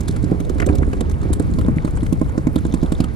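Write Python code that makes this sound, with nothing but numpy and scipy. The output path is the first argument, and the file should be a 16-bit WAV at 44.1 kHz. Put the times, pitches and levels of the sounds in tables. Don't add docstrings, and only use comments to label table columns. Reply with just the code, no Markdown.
import sys
import numpy as np
from scipy import signal
from scipy.fft import rfft, irfft
from scipy.io import wavfile
from scipy.ndimage import uniform_filter1d

SR = 44100
rng = np.random.default_rng(int(sys.argv[2]) if len(sys.argv) > 2 else 0)


def voltage_ratio(decibels):
    exponent = np.asarray(decibels, float) / 20
    return 10 ** exponent


def bounce(signal):
    frames = np.transpose(np.atleast_2d(signal))
    limited = np.clip(frames, -1, 1)
    pcm = np.round(limited * 32767).astype(np.int16)
    wavfile.write(sys.argv[1], SR, pcm)


N = 138915


def curve(table, col=1):
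    hz = np.arange(N // 2 + 1) * SR / N + 1e-3
    points = np.array(table)
    return np.interp(np.log(hz), np.log(points[:, 0]), points[:, col])


def unit(x):
    return x / np.sqrt(np.mean(x ** 2))


def walk(rate):
    hold = int(SR / rate)
    steps = np.repeat(rng.standard_normal(N // hold + 1), hold)
    return 1.3 * uniform_filter1d(uniform_filter1d(steps, hold), hold)[:N]


def restless(colour, flicker_db, rate, octaves=15):
    spectrum = rfft(rng.standard_normal(N)) * voltage_ratio(curve(colour))
    octave = np.log2(np.arange(N // 2 + 1) * SR / N + 1e-3)
    out = np.zeros(N)
    for centre in range(4, octaves):
        share = np.clip(1 - abs(octave - centre), 0, 1)
        out += irfft(spectrum * share, N) * voltage_ratio(flicker_db * walk(rate))
    return unit(out)


def add(out, at_s, sound):
    i = max(int(at_s * SR), 0)
    out[..., i:i + sound.shape[-1]] += sound[..., :out.shape[-1] - i]


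def blow(modes, contact_ms, peak_db, swell_ms, choke_ms):
    t = np.arange(SR // 5) / SR
    ms = t * 1000
    hz, gain, t60_s = (v[:, None] for v in modes)
    decay = np.exp(-np.log(1000) * t / t60_s)
    ring = np.real(gain * np.exp(2j * np.pi * hz * t) * decay).sum(axis=0)
    push_ms = ms[:SR // 20]
    push = push_ms * np.exp(-push_ms / max(contact_ms, .01))
    sound = -signal.fftconvolve(ring, push)[:len(ms)]
    sound *= (1 - np.exp(-ms / swell_ms)) * np.exp(-(ms / choke_ms) ** 3)
    return sound * voltage_ratio(peak_db) / abs(sound).max()


def tail_beats(hits, modes, late_s, swell_ms, choke_ms, scatter):
    out = np.zeros(N)
    hz, db, t60_s = np.array(modes).T
    crest_s, spread_s = 0.003, .00018
    for at_s, peak_db, contact_ms in hits:
        detune, level, lag = scatter * rng.standard_normal((3, len(hz)))
        phase = np.exp(-2j * np.pi * hz * (crest_s + spread_s * abs(lag)))
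        gain = -voltage_ratio(db + 2 * level) * phase
        spot = (hz * (1 + 0.036 * detune), gain, t60_s)
        add(out, at_s + late_s, blow(spot, contact_ms, peak_db, swell_ms, choke_ms))
    return out


# start_s [s], peak_db [dB], contact_ms [ms]
PANEL_HITS = [(0.004, -17.5, 0.38), (0.091, -9.5, 0.96), (0.161, -23, 0.29), (0.235, -8, 2),
              (0.314, -2, 0.87), (0.343, -14, 0.44), (0.401, -11.5, 0.24), (0.497, -10.5, 0.17),
              (0.554, -17, 0.39), (0.599, -12, 0.13), (0.626, -9.5, 0.14), (0.663, -9, 0.32),
              (0.694, -4.5, 0.071), (0.721, -9.5, 0.11), (0.782, -16.5, 1.1), (0.821, -11.5, 0.34),
              (0.876, -14.5, 1.4), (0.93, -10.5, 0.075), (1.007, -7.5, 0.22), (1.139, -19, 0.6),
              (1.224, -16.5, 0.57), (1.257, -12, 0.46), (1.301, -9, 0.54), (1.3965, -4, 0.28)]
# pitch_hz [Hz], level_db [dB], t60_s [s]
PANEL_MODES = [(104, -18, 0.096), (173.7, -3.5, 0.073), (237, -7, 0.069), (275, -6, 0.088),
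               (307, -1, 0.098), (384, 2, 0.067), (500, 1.5, 0.04), (690.5, -6.5, 0.06),
               (1003, -13.5, 0.056), (1316, -12, 0.022), (1610, -20, 0.035)]


def panel_knocks():
    return tail_beats(PANEL_HITS, PANEL_MODES, late_s=0.00083, swell_ms=5.1, choke_ms=30.5, scatter=1)


# start_s [s], peak_db [dB], contact_ms [ms]
HATCH_HITS = [(1.584, -9, 0.11), (1.647, -16.5, 0.29), (1.682, -3, 0.32), (1.766, -8, 1.76),
              (1.845, -6.5, 0.56), (1.875, -17, 0.32), (1.935, -16.5, 2.4), (2.027, -9.5, 0.86),
              (2.066, -26, 0.3), (2.124, -3.5, 0.77), (2.213, -1.5, 0.2), (2.377, -3.5, 0.33),
              (2.468, -2.5, 0.61), (2.5585, -2, 0.34), (2.582, -21, 0.3), (2.65, -6, 0.42),
              (2.738, -4.5, 0.66), (2.8277, -4, 0.69), (2.919, -4.5, 0.47), (3.001, -3.5, 1.3),
              (3.039, -14.5, 0.59)]
# pitch_hz [Hz], level_db [dB], t60_s [s]
HATCH_MODES = [(104, -10, 0.055), (171, -5, 0.13), (241.3, 0, 0.065), (263.4, -4.5, 0.081),
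               (309.6, 0, 0.11), (399, -2.5, 0.042), (510, 1, 0.04), (626, -1, 0.054), (844, -4, 0.04),
               (1030, -1, 0.05), (1380, -26, 0.035)]


def hatch_knocks():
    return tail_beats(HATCH_HITS, HATCH_MODES, late_s=0, swell_ms=5, choke_ms=27, scatter=0.5)


# [dB,
# dull part re peak]
WET_SLAPS = [(0.0044, -20.5, -5), (0.0303, -32.5, -7), (0.0804, -16, -4), (0.1612, -26, 4.5),
             (0.2404, -28, -2), (0.3107, -35.5, 8), (0.4, -23, 5), (0.4488, -34, -3), (0.4936, -26, 8),
             (0.5815, -28.5, 5.5), (0.599, -22.5, 12), (0.6163, -26, 11.5), (0.6243, -38.5, 28),
             (0.6612, -18.5, -4), (0.687, -27.5, 14.5), (0.7506, -22.5, -5), (0.7812, -28.5, 4),
             (0.828, -41, 25.5), (0.9292, -27.5, 13), (1.006, -20, 2), (1.0947, -28, 5), (1.112, -27, 1),
             (1.2125, -28.5, 5), (1.2281, -30.5, 5.5), (1.3293, -11, -10),
             (1.3954, -24, 3), (1.5857, -24, 4), (1.6102, -29.5, 8.5), (1.6607, -34, 10),
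               (1.6804, -31.5, 11), (1.7718, -38.5, 13), (1.847, -24.5, 7), (1.8753, -36.5, 20),
               (1.9705, -31, 15), (2.004, -38, 6), (2.0298, -29.5, 6), (2.0621, -29, 8),
               (2.1243, -20.5, -4), (2.2118, -29.5, 13), (2.2921, -32.5, 9.5), (2.376, -23.5, 7.5),
               (2.4676, -26.5, 8), (2.5571, -20.5, 1.5), (2.581, -37, 17), (2.649, -30, 6),
               (2.721, -33, -12), (2.738, -18.5, -1.5), (2.8294, -24, 0.5), (2.8597, -36.5, 14.5),
               (2.919, -20, 2), (2.951, -42, 12), (3.0016, -18, 2), (3.038, -23.5, 7)]
# pitch_hz [Hz], level_db [dB]
WET_COLOUR = [(2000, -11), (3600, 7.5), (5000, 3.5), (7500, 12), (10000, 5), (12500, -8.5), (14300, -7),
              (15300, -51)]


def slaps():
    out = np.zeros((2, N))
    ms = np.arange(4096) / SR * 1000
    hz = np.arange(2049) * SR / 4096 + 1
    colour_hz, colour_db = np.array(WET_COLOUR).T
    bright = voltage_ratio(np.interp(np.log(hz), np.log(colour_hz), colour_db, left=-60))
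    dull_hz, dull_width_hz = 1070, 1900
    dull = 1 / (1 + ((hz - dull_hz) / dull_width_hz * 2) ** 2) ** 2
    rise_ms, length_ms, tail_ms, tail_db = 3.67, 6.9, 21, -22.5
    body = np.exp(-(ms / length_ms) ** 2) + voltage_ratio(tail_db) * np.exp(-ms / tail_ms)
    shape = (1 - np.exp(-ms / rise_ms)) * body
    crackle_db, patchy_db = 3.5, 4
    for at_s, peak_db, dull_db in WET_SLAPS:
        grains = np.repeat(rng.standard_normal(128), 32)
        crackle = voltage_ratio(crackle_db * uniform_filter1d(grains, 16))
        tilt = np.interp(np.log2(hz), np.arange(5, 15, .4), rng.standard_normal(25))
        noise = rfft(rng.standard_normal((2, 4096))) * voltage_ratio(patchy_db * tilt)
        skin = unit(irfft(noise * bright)) * unit(crackle)
        flesh = voltage_ratio(dull_db) * unit(irfft(noise * dull))
        add(out, at_s, voltage_ratio(peak_db - 9.5) * shape * (skin + flesh))
    return out


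# start_s [s], peak_db [dB]
BODY_BLOWS = [(0.516, -14.5), (0.593, -20.5), (0.688, -12), (0.78, -13.5), (0.864, -15), (0.963, -15.5),
              (1.12, -16.5), (1.309, -11.5), (1.511, -16.5), (1.612, -15), (1.839, -28), (1.923, -28),
              (2.323, -26)]


def booms():
    out = np.zeros(N)
    for at_s, peak_db in BODY_BLOWS:
        pair_hz = 72 * np.array([1, 1.5]) * (1 + 0.144 * rng.standard_normal(2))
        air = (pair_hz, np.array([1, .4]), np.full(2, .16))
        add(out, at_s, blow(air, contact_ms=2.5, peak_db=peak_db, swell_ms=8.1, choke_ms=44))
    return out


# middle_s [s], length_s [s, half-width of the swell], level_db [dB]
DRAGS = [(0.138, 0.047, -30), (0.265, 0.048, -39), (0.322, 0.033, -26.5), (0.425, 0.032, -27.5),
         (0.628, 0.03, -28.5), (0.67, 0.0099, -29), (0.708, 0.026, -25.5), (0.77, 0.079, -23),
         (0.857, 0.028, -33.5), (0.999, 0.029, -28), (1.015, 0.019, -28.5), (1.258, 0.04, -29),
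         (1.313, 0.025, -28), (1.405, 0.07, -34), (2.353, 0.091, -35), (2.856, 0.03, -31.5)]


def scuffs():
    t = np.arange(N) / SR
    pushes_per_s, spread_db = 350, 8
    pushes = (rng.uniform(size=N) < pushes_per_s / SR) * rng.standard_normal(N)
    pushes *= voltage_ratio(spread_db * rng.standard_normal(N))
    hz, db, t60_s = np.array(PANEL_MODES).T
    ring = blow((hz, voltage_ratio(db), t60_s), contact_ms=0.2, peak_db=0, swell_ms=5.1, choke_ms=9.6)
    drag = np.zeros(N)
    for at_s, length_s, level_db in DRAGS:
        drag += voltage_ratio(level_db) * np.exp(-((t - at_s) / length_s) ** 2)
    return drag * unit(signal.fftconvolve(pushes, ring)[:N])


# start_s [s], peak_db [dB], pitch_hz [Hz]
FLICKED_DROPS = [(0.4493, -34, 3840), (1.056, -39, 2980), (1.1415, -34.5, 3400), (1.513, -31, 7500),
                 (1.6117, -31, 3390), (1.6477, -33.5, 3420), (1.662, -41, 2820), (1.804, -39, 3830),
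                 (1.985, -38, 2970), (2.007, -34, 3320), (2.019, -38, 4210), (2.0647, -34, 3270),
                 (2.141, -42, 3550), (2.2447, -40, 3800), (2.2816, -44, 3280), (2.2927, -47, 2920),
                 (2.581, -32, 3570), (2.7144, -37.5, 3640), (2.7236, -28, 6700), (2.773, -39, 4030),
                 (2.8609, -31, 3530), (2.9512, -28, 3430)]


def ticks():
    out = np.zeros(N)
    for at_s, peak_db, pitch_hz in FLICKED_DROPS:
        hz = pitch_hz * (1 + 0.072 * rng.standard_normal(3))
        modes = (hz, np.ones(3), np.full(3, 0.02))
        add(out, at_s, blow(modes, contact_ms=0.025, peak_db=peak_db - 8, swell_ms=0.79, choke_ms=2.6))
    return out


# start_s [s], pitch_hz [Hz], peak_db [dB], t60_s [s]
PLINKS = [
    (.6, 1700, -20, 0.013),
    (.603, 2030, -28, .03),
    (0.607, 3010, -35, 0.015),
    (.628, 2120, -31, .03),
    (0.644, 1870, -31, .03),
    (.624, 1760, -20.5, 0.032),
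    (.829, 1840, -32.5, 0.036),
    (1.784, 2020, -25.5, 0.011),
]


def plinks():
    out = np.zeros(N)
    for at_s, pitch_hz, peak_db, t60_s in PLINKS:
        mode = (np.array([pitch_hz]), np.ones(1), np.array([t60_s]))
        add(out, at_s, blow(mode, contact_ms=0.045, peak_db=peak_db, swell_ms=0.052, choke_ms=3.4))
    return out


# pitch_hz [Hz], level_db [dB]
LAPPING = [(150, 1), (300, 6), (770, -4), (1600, -14.5), (2900, -28.5), (10500, -33),
           (12300, -42), (13800, -56), (15000, -90)]


def water():
    count = int(110 * N / SR)
    when_s = rng.uniform(size=count) * N / SR
    size = np.minimum(rng.exponential(size=count), 2)
    fade = np.exp(-np.arange(600) / SR / .004)
    patter = np.zeros(N)
    for at_s, s in zip(when_s, size):
        add(patter, at_s, voltage_ratio(-60 + 4 * s) * fade)
    versions = []
    for _ in range(2):
        lapping = voltage_ratio(-36) * restless(LAPPING, 2.3, 21.96)
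        droplets = patter * restless(WET_COLOUR, 8.7, 41.2)
        versions.append(lapping + droplets)
    return np.array(versions)


# [dB, left minus right]
GUSTS = [
    (0.0, -21, -9),
    (0.8, -21, -9),
    (1.7, -18.5, 1.5),
    (2.1, -20.5, 1),
    (2.28, -19, -3),
    (2.451, -21.5, -1),
    (3.15, -25, -10),
]
# pitch_hz [Hz], level_db [dB]
WIND_COLOUR = [(12, -8), (22, -1.5), (70, 5.5), (150, -5), (290, -12.5), (500, -20.5),
               (2000, -110)]
# pitch_hz [Hz], level_db [dB]
LEFT_WHISTLE = [(60, 1), (150, 7.5), (400, -7.5)]


def wind():
    at_s, level_db, pan_db = np.array(GUSTS).T
    t = np.arange(N) / SR
    gust = voltage_ratio(np.interp(t, at_s, level_db))
    pan = voltage_ratio(np.interp(t, at_s, pan_db / 2))
    shared, left, right = (restless(WIND_COLOUR, 4.5, 9.2, octaves=12) for _ in range(3))
    left = irfft(rfft(left) * voltage_ratio(curve(LEFT_WHISTLE)), N)
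    alike = 0.24
    ports = np.sqrt(alike) * shared + np.sqrt(1 - alike) * np.array([left, right])
    return gust * np.array([pan, 1 / pan]) * ports


# pitch_hz [Hz], level_db [dB], ahead_rad [radians], likeness [0-1]
LEFT_PORT = [(130, 0, 0, .9), (300, -11, 0, .95), (520, -13, 1.7, .8), (900, -1, 2.1, .9),
             (1800, 0, 2.0, .9), (2200, 8, 2.1, .8), (2500, 1, 0, .6), (4300, 0, 0, .9),
             (7300, -7, 1.8, .3), (11000, 2, .6, .4)]


def scene():
    deck = rfft(panel_knocks() + hatch_knocks() + booms() + scuffs() + ticks() + plinks())
    same, other = rfft(slaps() + water())
    alike = np.clip(curve(LEFT_PORT, col=3), 0, 1)
    housing = voltage_ratio(curve(LEFT_PORT)) * np.exp(1j * curve(LEFT_PORT, col=2))
    left = housing * (deck + alike * same + np.sqrt(1 - alike ** 2) * other)
    right = deck + same
    return voltage_ratio(3.5) * irfft(np.array([left, right]), N) + wind()


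def roll_off(x):
    return signal.sosfilt(signal.butter(12, 15630, fs=SR, output="sos"), x)


def record(dry):
    ceiling, top_hz = 1.25, 15500
    rounded = ceiling * np.tanh(dry / ceiling)
    low_pass = signal.ellip(8, .2, 70, top_hz, fs=SR, output="sos")
    mix = signal.sosfilt(low_pass, rounded)
    return roll_off(mix)


dry = scene()
out = record(dry)
bounce(out)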